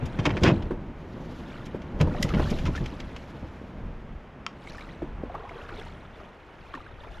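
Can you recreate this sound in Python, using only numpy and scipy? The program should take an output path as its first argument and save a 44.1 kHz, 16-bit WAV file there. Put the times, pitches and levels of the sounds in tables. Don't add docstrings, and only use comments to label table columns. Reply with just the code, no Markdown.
import sys
import numpy as np
from scipy import signal
from scipy.fft import rfft, irfft
from scipy.io import wavfile
from scipy.ndimage import uniform_filter1d

SR = 44100
rng = np.random.default_rng(int(sys.argv[2]) if len(sys.argv) > 2 else 0)


def dump_mix(stems):
    frames = np.atleast_2d(stems).T
    limited = np.clip(frames, -1, 1)
    pcm = np.round(limited * 32767).astype(np.int16)
    wavfile.write(sys.argv[1], SR, pcm)


N = 317520
T = np.arange(N) / SR
HZ = np.fft.rfftfreq(N, 1 / SR)

# time in seconds, relative level in dB.
SLIDING = [(0, -41), (.3, -28), (.55, -35.5), (.85, -41), (1.6, -40), (1.9, -39), (2.03, -33), (2.6, -34.5),
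           (3.0, -42.5), (3.3, -43.5), (3.9, -45), (4.25, -48.5), (5.15, -45), (5.5, -54), (5.95, -47),
           (6.4, -55.5), (7.2, -60)]
# frequency in Hz, relative level in dB.
SWISH_SPECTRUM = [(800, -43), (2000, -5), (3200, 5.5), (4000, 2), (6200, -4), (7400, -9.5), (8600, -26.5),
                  (11000, -10.5), (13000, -21), (15000, -44)]


def amp(db):
    return 10 ** (np.asarray(db) / 20)


def evened(x):
    return x / np.sqrt(np.mean(x ** 2) + 1e-20)


def peaked(x):
    power = uniform_filter1d(x ** 2, size=176, mode="constant")
    return x / np.sqrt(power.max() + 1e-20)


def read(points, hz):
    f, value = np.transpose(points)
    return np.interp(np.log(hz + 1), np.log(f + 1), value)


def level(rows):
    return amp(np.interp(T, *np.transpose(rows)))


def swells(rows):
    swell_db = 20.5
    power = 0
    for s, rise, fall, db in rows:
        distance = np.maximum((s - T) / rise, (T - s) / fall).clip(0, 10)
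        power = power + amp(db - swell_db * distance) ** 2
    return np.sqrt(power)


def add(mix, s, sound):
    part = mix[max(round(s * SR), 0):][:len(sound)]
    part += sound[:len(part)]


def play(rows, source):
    out = np.zeros(N)
    for s, db, *rest in rows:
        add(out, s, amp(db) * source(*rest))
    return out


def noise(points):
    return evened(irfft(rfft(rng.standard_normal(N)) * amp(read(points, HZ)), N))


def drift(rate_hz):
    return evened(irfft(rfft(rng.standard_normal(N)) / (1 + (HZ / rate_hz) ** 4), N))


def colour(x, points, tilt_db, size=2048):
    hz = abs(np.fft.fftfreq(size, 1 / SR))
    log_gain = np.log(amp(read(points, hz) + tilt_db * np.log2(np.maximum(hz / 1000, 1))))
    taps = np.fft.ifft(np.exp(np.conj(signal.hilbert(log_gain)))).real
    return signal.fftconvolve(x, taps[:size // 2])[:len(x)]


def scatter(t60, size=8192):
    t = np.arange(size) / SR
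    tail = rng.standard_normal(size) * amp(-60 * t / t60) * (1 - np.exp(-t / 0.00062))
    return tail / np.linalg.norm(tail)


def clicks(per_s, spread_db, size):
    sizes = amp(spread_db * np.minimum(rng.exponential(1, size), 3))
    return (rng.random(size) < per_s / SR) * rng.choice([-1, 1], size) * sizes


def air():
    # frequency in Hz, relative level in dB.
    wind_spectrum = [(8, -20), (25, 0), (50, -5), (80, -5), (130, -16.5), (300, -28), (1000, -86)]
    river_spectrum = [(40, -27), (200, 1), (500, 0), (1000, -2), (2000, -8.5), (3100, -15.5), (4200, -27),
                      (6500, -34.5), (8500, -43), (12000, -49), (15000, -47)]
    # time of the height, rise and fall in seconds, level in dB.
    puffs = [(0.65, 0.27, .25, -30.5), (2.03, 0.11, .4, -29), (2.45, 0.46, 0.27, -23.5),
             (2.69, 0.4, 0.29, -26.5), (3.84, 0.11, 0.36, -34.5), (5.2, 0.86, 0.6, -39.5),
             (5.95, 0.74, .2, -43), (7.12, 0.36, 0.13, -41.5)]
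    # time in seconds, relative level in dB.
    wash = [(0, -42.5), (.9, -47.5), (1.7, -46.5), (3.1, -45), (4.2, -48.5), (5.3, -46), (7.2, -51)]
    breeze_db, gusty_db, rocking_db = -50, 5.5, -6.5
    breeze = np.hypot(amp(breeze_db + gusty_db * drift(5.3)), swells(puffs))
    buffeting = np.hypot(breeze, amp(rocking_db) * level(SLIDING))
    river = noise(river_spectrum) * amp(0.5 * drift(30))
    return noise(wind_spectrum) * buffeting + amp(-3.0) * river * level(wash)


def bubble(hz, length, rise):
    u = np.arange(int(2 * length * SR) + 8) / (length * SR)
    turns = np.cumsum(hz * 2 ** (rise * u)) / SR
    envelope = (1 - np.exp(-u / 0.064)) ** 2 * np.exp(-4.5 * u)
    return peaked(np.sin(2 * np.pi * turns) * envelope)


def bubbles(low_hz, high_hz, per_s, cycles, spread_db, tilt_db, count=36):
    out = np.zeros(N)
    for hz in np.geomspace(low_hz, high_hz, count):
        life, rise = rng.uniform(.5, 1.5), rng.uniform(-.1, .5)
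        strengths = amp(spread_db * np.minimum(rng.exponential(1, N), 3))
        births = (rng.random(N) < per_s / count / SR) * strengths
        ring = bubble(hz, life * cycles / hz, rise)
        swarm = signal.oaconvolve(births, ring / np.linalg.norm(ring))[:N]
        out += amp(tilt_db * np.log2(hz / low_hz)) * swarm
    return evened(out)


def plop(hz, rise, splat=0.46):
    length = .028 * (hz / 1000) ** -0.72
    ring = bubble(hz, length, rise)
    u = np.arange(len(ring)) / (length * SR)
    spectrum = [(hz / 5, -25), (hz * 0.3, -2), (hz * 1.43, 0), (hz * 3, -16), (hz * 12, -48)]
    wet = colour(rng.standard_normal(len(ring)), spectrum, 0)
    return peaked(ring + splat * peaked(wet * np.exp(-3.5 * u)))


def water():
    # time of the height, rise and fall in seconds,
    # relative splash level in dB, deep gurgle over splash in dB, fine droplets over splash in dB.
    sloshes = [(0.50, .9, 0.23, -44, -9, -13), (1.56, 0.5, 0.45, -49, -16, -17.5),
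               (2.16, 0.23, 0.71, -46, 5, -16), (2.40, 0.12, 0.3, -38, -3.5, -12.5),
               (2.80, 0.57, 1, -51.5, -13, -9), (4.70, 0.18, 0.29, -48.5, -4, -7),
               (4.82, 0.16, 0.34, -50, -6, -13.5), (5.40, 0.31, 0.73, -58.5, 15, -25),
               (5.62, 0.35, 0.47, -49.5, 0.5, -18), (5.79, 0.22, 0.38, -47, -7, -12.5),
               (6.20, 0.21, 0.26, -52.5, 2, -18), (6.76, 0.82, 0.47, -53, -1, -15.5),
               (7.04, 0.21, 0.21, -54, 7.5, -20), (7.17, 0.2, 0.24, -48.5, -0.5, -15)]
    # start in seconds, relative level in dB, pitch in Hz,
    # rise in octaves over the bubble's life.
    plops = [(0.709, -35.5, 1000, -0.012), (2.071, -33, 970, -0.2), (2.146, -32, 760, -0.3),
             (2.172, -37, 588, .1), (2.352, -35, 760, 0.26), (2.303, -32.5, 1310, -0.27),
             (2.424, -34, 974, 0.27), (2.660, -33.5, 1245, 0.28), (2.678, -33, 1030, -.1),
             (2.750, -30.5, 1470, -0.34), (2.777, -32.5, 1820, -0.14), (4.673, -38, 2110, .2),
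             (4.697, -45, 3800, 0.63), (4.746, -44, 1480, -.1), (4.782, -38, 1870, -.2),
             (4.808, -42, 2140, 0.39), (4.889, -43, 1800, 0.49), (5.296, -34.5, 666, 0.43),
             (5.342, -31, 713, 1), (5.350, -30, 1053, 0.57), (5.398, -41, 1060, -.1),
             (5.452, -38, 1026, .2), (5.492, -39.5, 1840, 1), (5.508, -39.5, 735, -0.38),
             (5.556, -36.5, 455, 0.15), (5.690, -36, 1380, 1), (5.720, -38.5, 342, -0.13),
             (5.784, -37.5, 446, -0.0041), (5.797, -43, 3220, .25), (5.865, -40, 900, 0.25),
             (6.739, -31, 1185, -0.29), (6.743, -36.5, 315, -0.73), (6.750, -36.5, 1780, .1),
             (6.773, -36.5, 1055, -0.73), (6.803, -41, 1240, -0.16), (6.863, -40.5, 1430, 0.7)]
    # frequency in Hz, relative level in dB.
    churn_spectrum = [(300, -8), (700, 5), (1400, 7), (2800, 9.5), (4000, -6), (6000, -36), (8500, -15),
                      (12000, -22), (15000, -48)]
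    spray_db, drips_db = -16.5, -8.5

    agitation = swells([(s, rise, fall, db) for s, rise, fall, db, _, _ in sloshes])
    undertow = swells([(s, rise, fall, db + deep_db) for s, rise, fall, db, deep_db, _ in sloshes])
    thrown = swells([(s, rise, fall, db + fine_db) for s, rise, fall, db, _, fine_db in sloshes])

    torn = colour(clicks(per_s=2600, spread_db=3, size=N), churn_spectrum, 0)
    churn = evened(torn) * amp(2.5 * drift(35))
    fizz = bubbles(1200, 3700, per_s=380, cycles=24, spread_db=4, tilt_db=-4)
    droplets = bubbles(3700, 11500, per_s=700, cycles=22, spread_db=4, tilt_db=-13)
    drips = bubbles(1100, 4200, per_s=70, cycles=30, spread_db=2, tilt_db=-4)
    splash = (.36 * churn + .9 * fizz) * agitation + droplets * thrown
    gurgle = bubbles(340, 1300, per_s=260, cycles=22, spread_db=2.2, tilt_db=-1) * undertow
    spray = noise(SWISH_SPECTRUM) * amp(1.3 * drift(25))
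    fine = (amp(spray_db) * spray + amp(drips_db) * drips) * agitation
    return amp(-2.5) * splash + amp(-0.05) * gurgle + fine + amp(-2.5) * play(plops, plop)


def clothes():
    # time of the height, rise and fall in seconds,
    # relative level in dB.
    rustles = [(1.35, 0.71, 0.44, -58), (2.45, .6, 0.85, -49.5), (3.25, .3, 1.65, -64)]
    swish = noise(SWISH_SPECTRUM) * amp(1.8 * drift(25))
    return amp(-2.5) * swish * swells(rustles)


def clack(scale, tilt_db, bounce_s=0.001078, bounce=0.41, size=4096):
    # pitch in Hz, relative level in dB,
    # 60 dB decay in seconds.
    partials = [(1123, 14.5, 0.065), (1338, 26, 0.029), (2440, 19.5, 0.0079), (2750, 13, 0.0075),
                (3210, 6, 0.019), (5110, 13, 0.0017), (6800, -22.5, 0.013), (7250, -41, 0.006)]
    t = np.arange(size) / SR
    ring = np.zeros(size)
    for hz, db, t60 in partials:
        brightness_db = tilt_db * np.log2(hz / partials[0][0])
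        decay_db = -60 * t * scale ** 2 / t60
        ring += amp(db + brightness_db + decay_db) * np.sin(2 * np.pi * hz * scale * t)
    ring *= 1 - np.exp(-t / 0.00054)
    return peaked(ring + bounce * np.interp(t - bounce_s, t, ring, left=0))


def gear(ring_db=-14, t60=0.17):
    # start in seconds, level in dB, factor on the pitches, brightness in dB per octave.
    clacks = [(2.2282, -29.5, 1.54, 12), (2.2302, -27, 1.5, 13.5), (4.4648, -26.5, 0.986, 13.5),
              (6.7387, -38.5, 1.03, -9)]
    direct = play(clacks, clack)
    return direct + amp(ring_db) * signal.oaconvolve(direct, scatter(t60))[:N]


def scrape(length, tilt_db, lead_s, slips_per_s=3500, spread_db=3, t60=0.031,
           creep_db=-18, creep_s=0.017, size=10000):
    # frequency in Hz, relative level in dB.
    grit_spectrum = [(100, -20.5), (300, 10), (600, -5), (1100, -1), (2200, 1), (3300, -1), (3900, -9),
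                     (5500, -10.5), (7000, -17), (8500, -31), (11500, -33), (15000, -53)]
    t = np.arange(size) / SR - lead_s
    grit = evened(colour(clicks(slips_per_s, spread_db, size), grit_spectrum, tilt_db))
    creep = amp(creep_db) * np.exp(-abs(t) / creep_s)
    slip = np.clip(t / 0.00024, 0, 1) * amp(-60 * np.maximum(t - length, 0) / t60)
    return grit * (creep + slip)


def thump(hz, rattle=0.92, size=16384):
    t = np.arange(size) / SR
    spectrum = [(hz / 5, -12), (hz * 0.55, 0), (hz * 1.2, -2), (hz * 3.58, -17), (3500, -52), (10000, -85)]
    shudder = colour(rng.standard_normal(size), spectrum, 0)
    swing = np.sin(2 * np.pi * hz * t) + rattle * evened(shudder)
    decay = amp(-60 * t * hz / 21.9)
    return peaked(swing * (1 - np.exp(-t / 0.0037)) * decay)


def slap(hz, low_hz=265, glide_s=0.00677, t60=0.12, slosh=1.0, size=12000):
    t = np.arange(size) / SR
    turns = np.cumsum(low_hz + (hz - low_hz) * np.exp(-t / glide_s)) / SR
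    spectrum = [(80, 1), (250, 10.5), (580, -0.5), (850, -13.0), (1400, -13), (2500, -27), (10000, -51)]
    wet = colour(rng.standard_normal(size), spectrum, 0)
    knock = np.sin(2 * np.pi * turns) + slosh * evened(wet)
    return peaked(knock * (1 - np.exp(-t / 0.0013)) * amp(-60 * t / t60))


def hull(x, ring_db=-11, t60=0.1, size=8192):
    # frequency in Hz, width in Hz, relative level in dB.
    resonances = [(139, 27, -6), (373, 18, -3), (446, 18, -4), (601, 32, -8), (882, 18, 2), (1490, 45, -6),
                  (1697, 30, -4), (2113, 50, -5), (2366, 45, -2), (3133, 60, -3), (5011, 60, -2)]
    t = np.arange(size) / SR
    modes = np.zeros(size)
    for hz, width, db in resonances:
        decay = np.exp(-np.pi * width * t)
        modes += amp(db) * 2 * np.pi * width / SR * decay * np.cos(2 * np.pi * hz * t)
    response = amp(-2.0) * modes + amp(ring_db) * scatter(t60)
    return x + signal.oaconvolve(x, response)[:N]


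def kayak():
    # start in seconds, length in seconds, relative level in dB,
    # brightness in dB per octave above 1 kHz.
    scrapes_and_ticks = [(0.055, 0.014, -48, 8), (0.189, .014, -33.5, -2), (0.254, 0.012, -20, -2),
                         (0.292, .004, -31, -4), (0.304, 0.0072, -27.5, -6.5), (0.369, 0.0067, -26, -5),
                         (0.434, 0.0052, -22, 2.5), (0.447, 0.044, -21.5, -4), (0.5, 0.016, -27.5, -7),
                         (0.623, 0.0032, -38, -2), (1.655, 0.014, -50, 7), (1.818, 0.0037, -45, 0.5),
                         (2.001, 0.015, -28, -6.5), (2.012, 0.0025, -29, 4.5), (2.226, 0.0048, -28, 9.5),
                         (2.29, .004, -34, 1), (2.338, 0.011, -30.5, -4.5), (2.395, 0.0061, -25, -11),
                         (2.501, 0.013, -38.5, 7), (2.586, 0.0056, -38.5, 0.5), (2.654, 0.023, -35, 0.5),
                         (2.756, 0.012, -39, 1.5), (2.859, .002, -34.5, 2), (3.000, .005, -37, 1),
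                         (3.163, 0.0023, -36, 0)]
    # start in seconds, level in dB, pitch in Hz.
    landings = [(0.020, -24.5, 89), (0.188, -22.5, 107), (0.266, -21, 301), (0.318, -24, 103),
                (0.414, -16.5, 102), (0.438, -16, 380), (0.462, -12, 182), (0.488, -17, 339),
                (0.518, -17, 184), (0.549, -24.5, 91), (2.003, -14, 157), (2.050, -21.5, 98),
                (2.195, -23.5, 216), (2.245, -22, 169), (2.336, -19, 178), (2.358, -16, 126),
                (2.396, -21.5, 403), (2.437, -27, 151), (2.512, -21.5, 214), (2.641, -25, 90),
                (2.678, -26, 179), (2.806, -27, 134.4), (2.924, -31.5, 283), (3.426, -31.5, 200),
                (3.820, -37, 77)]
    # start in seconds, relative level in dB, first pitch in Hz.
    slaps = [(0.707, -26, 550), (1.745, -27, 570), (2.004, -37, 770), (2.071, -30.5, 708),
             (3.612, -39, 703), (5.019, -27.5, 795), (5.233, -28, 780)]
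    # frequency in Hz, relative level in dB.
    boom_spectrum = [(30, -14), (60, -5), (85, -3), (130, -1.5), (220, -0.5), (350, -7.5), (550, -13.5),
                     (900, -19), (1800, -34), (5000, -102)]
    lead_s = .025
    rows = [(s - lead_s, db, length, tilt, lead_s) for s, length, db, tilt in scrapes_and_ticks]
    scrapes = play(rows, scrape)
    thumps = play(landings, thump)
    rumble = noise(boom_spectrum) * level(SLIDING) * amp(1.7 * drift(14))
    return hull(amp(-2.5) * scrapes + thumps + amp(0.5) * play(slaps, slap) + amp(-2.0) * rumble)


def scene():
    # time in seconds, relative side level in dB.
    width = [(0, -0.5), (.15, -20), (.55, -70), (5.5, -72), (5.7, -34), (6.25, -11), (7.2, -8.5)]
    # frequency in Hz, relative side level in dB.
    side_spectrum = [(30, 3), (150, -9), (500, -10.5), (1500, -2), (3200, -4), (4500, -11), (8000, -11),
                     (14000, -16)]
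    # frequency in Hz, side-to-mid in dB.
    ports = [(30, -110), (5000, -42), (8500, -21), (10500, -24), (12000, -3), (15000, 6)]
    mid = kayak() + gear() + water() + clothes() + air()
    diffuse = rfft(signal.oaconvolve(mid, scatter(t60=0.033))[:N])
    varying = irfft(diffuse * amp(read(side_spectrum, HZ)), N) * level(width)
    side = varying + irfft(diffuse * amp(read(ports, HZ)), N)
    return np.array([mid + side, mid - side])


def record(dry):
    taps = signal.firwin(255, 14600, window=("kaiser", 9), fs=SR)
    return signal.oaconvolve(dry, taps[None], "same")


dry = scene()
out = record(dry)
dump_mix(out)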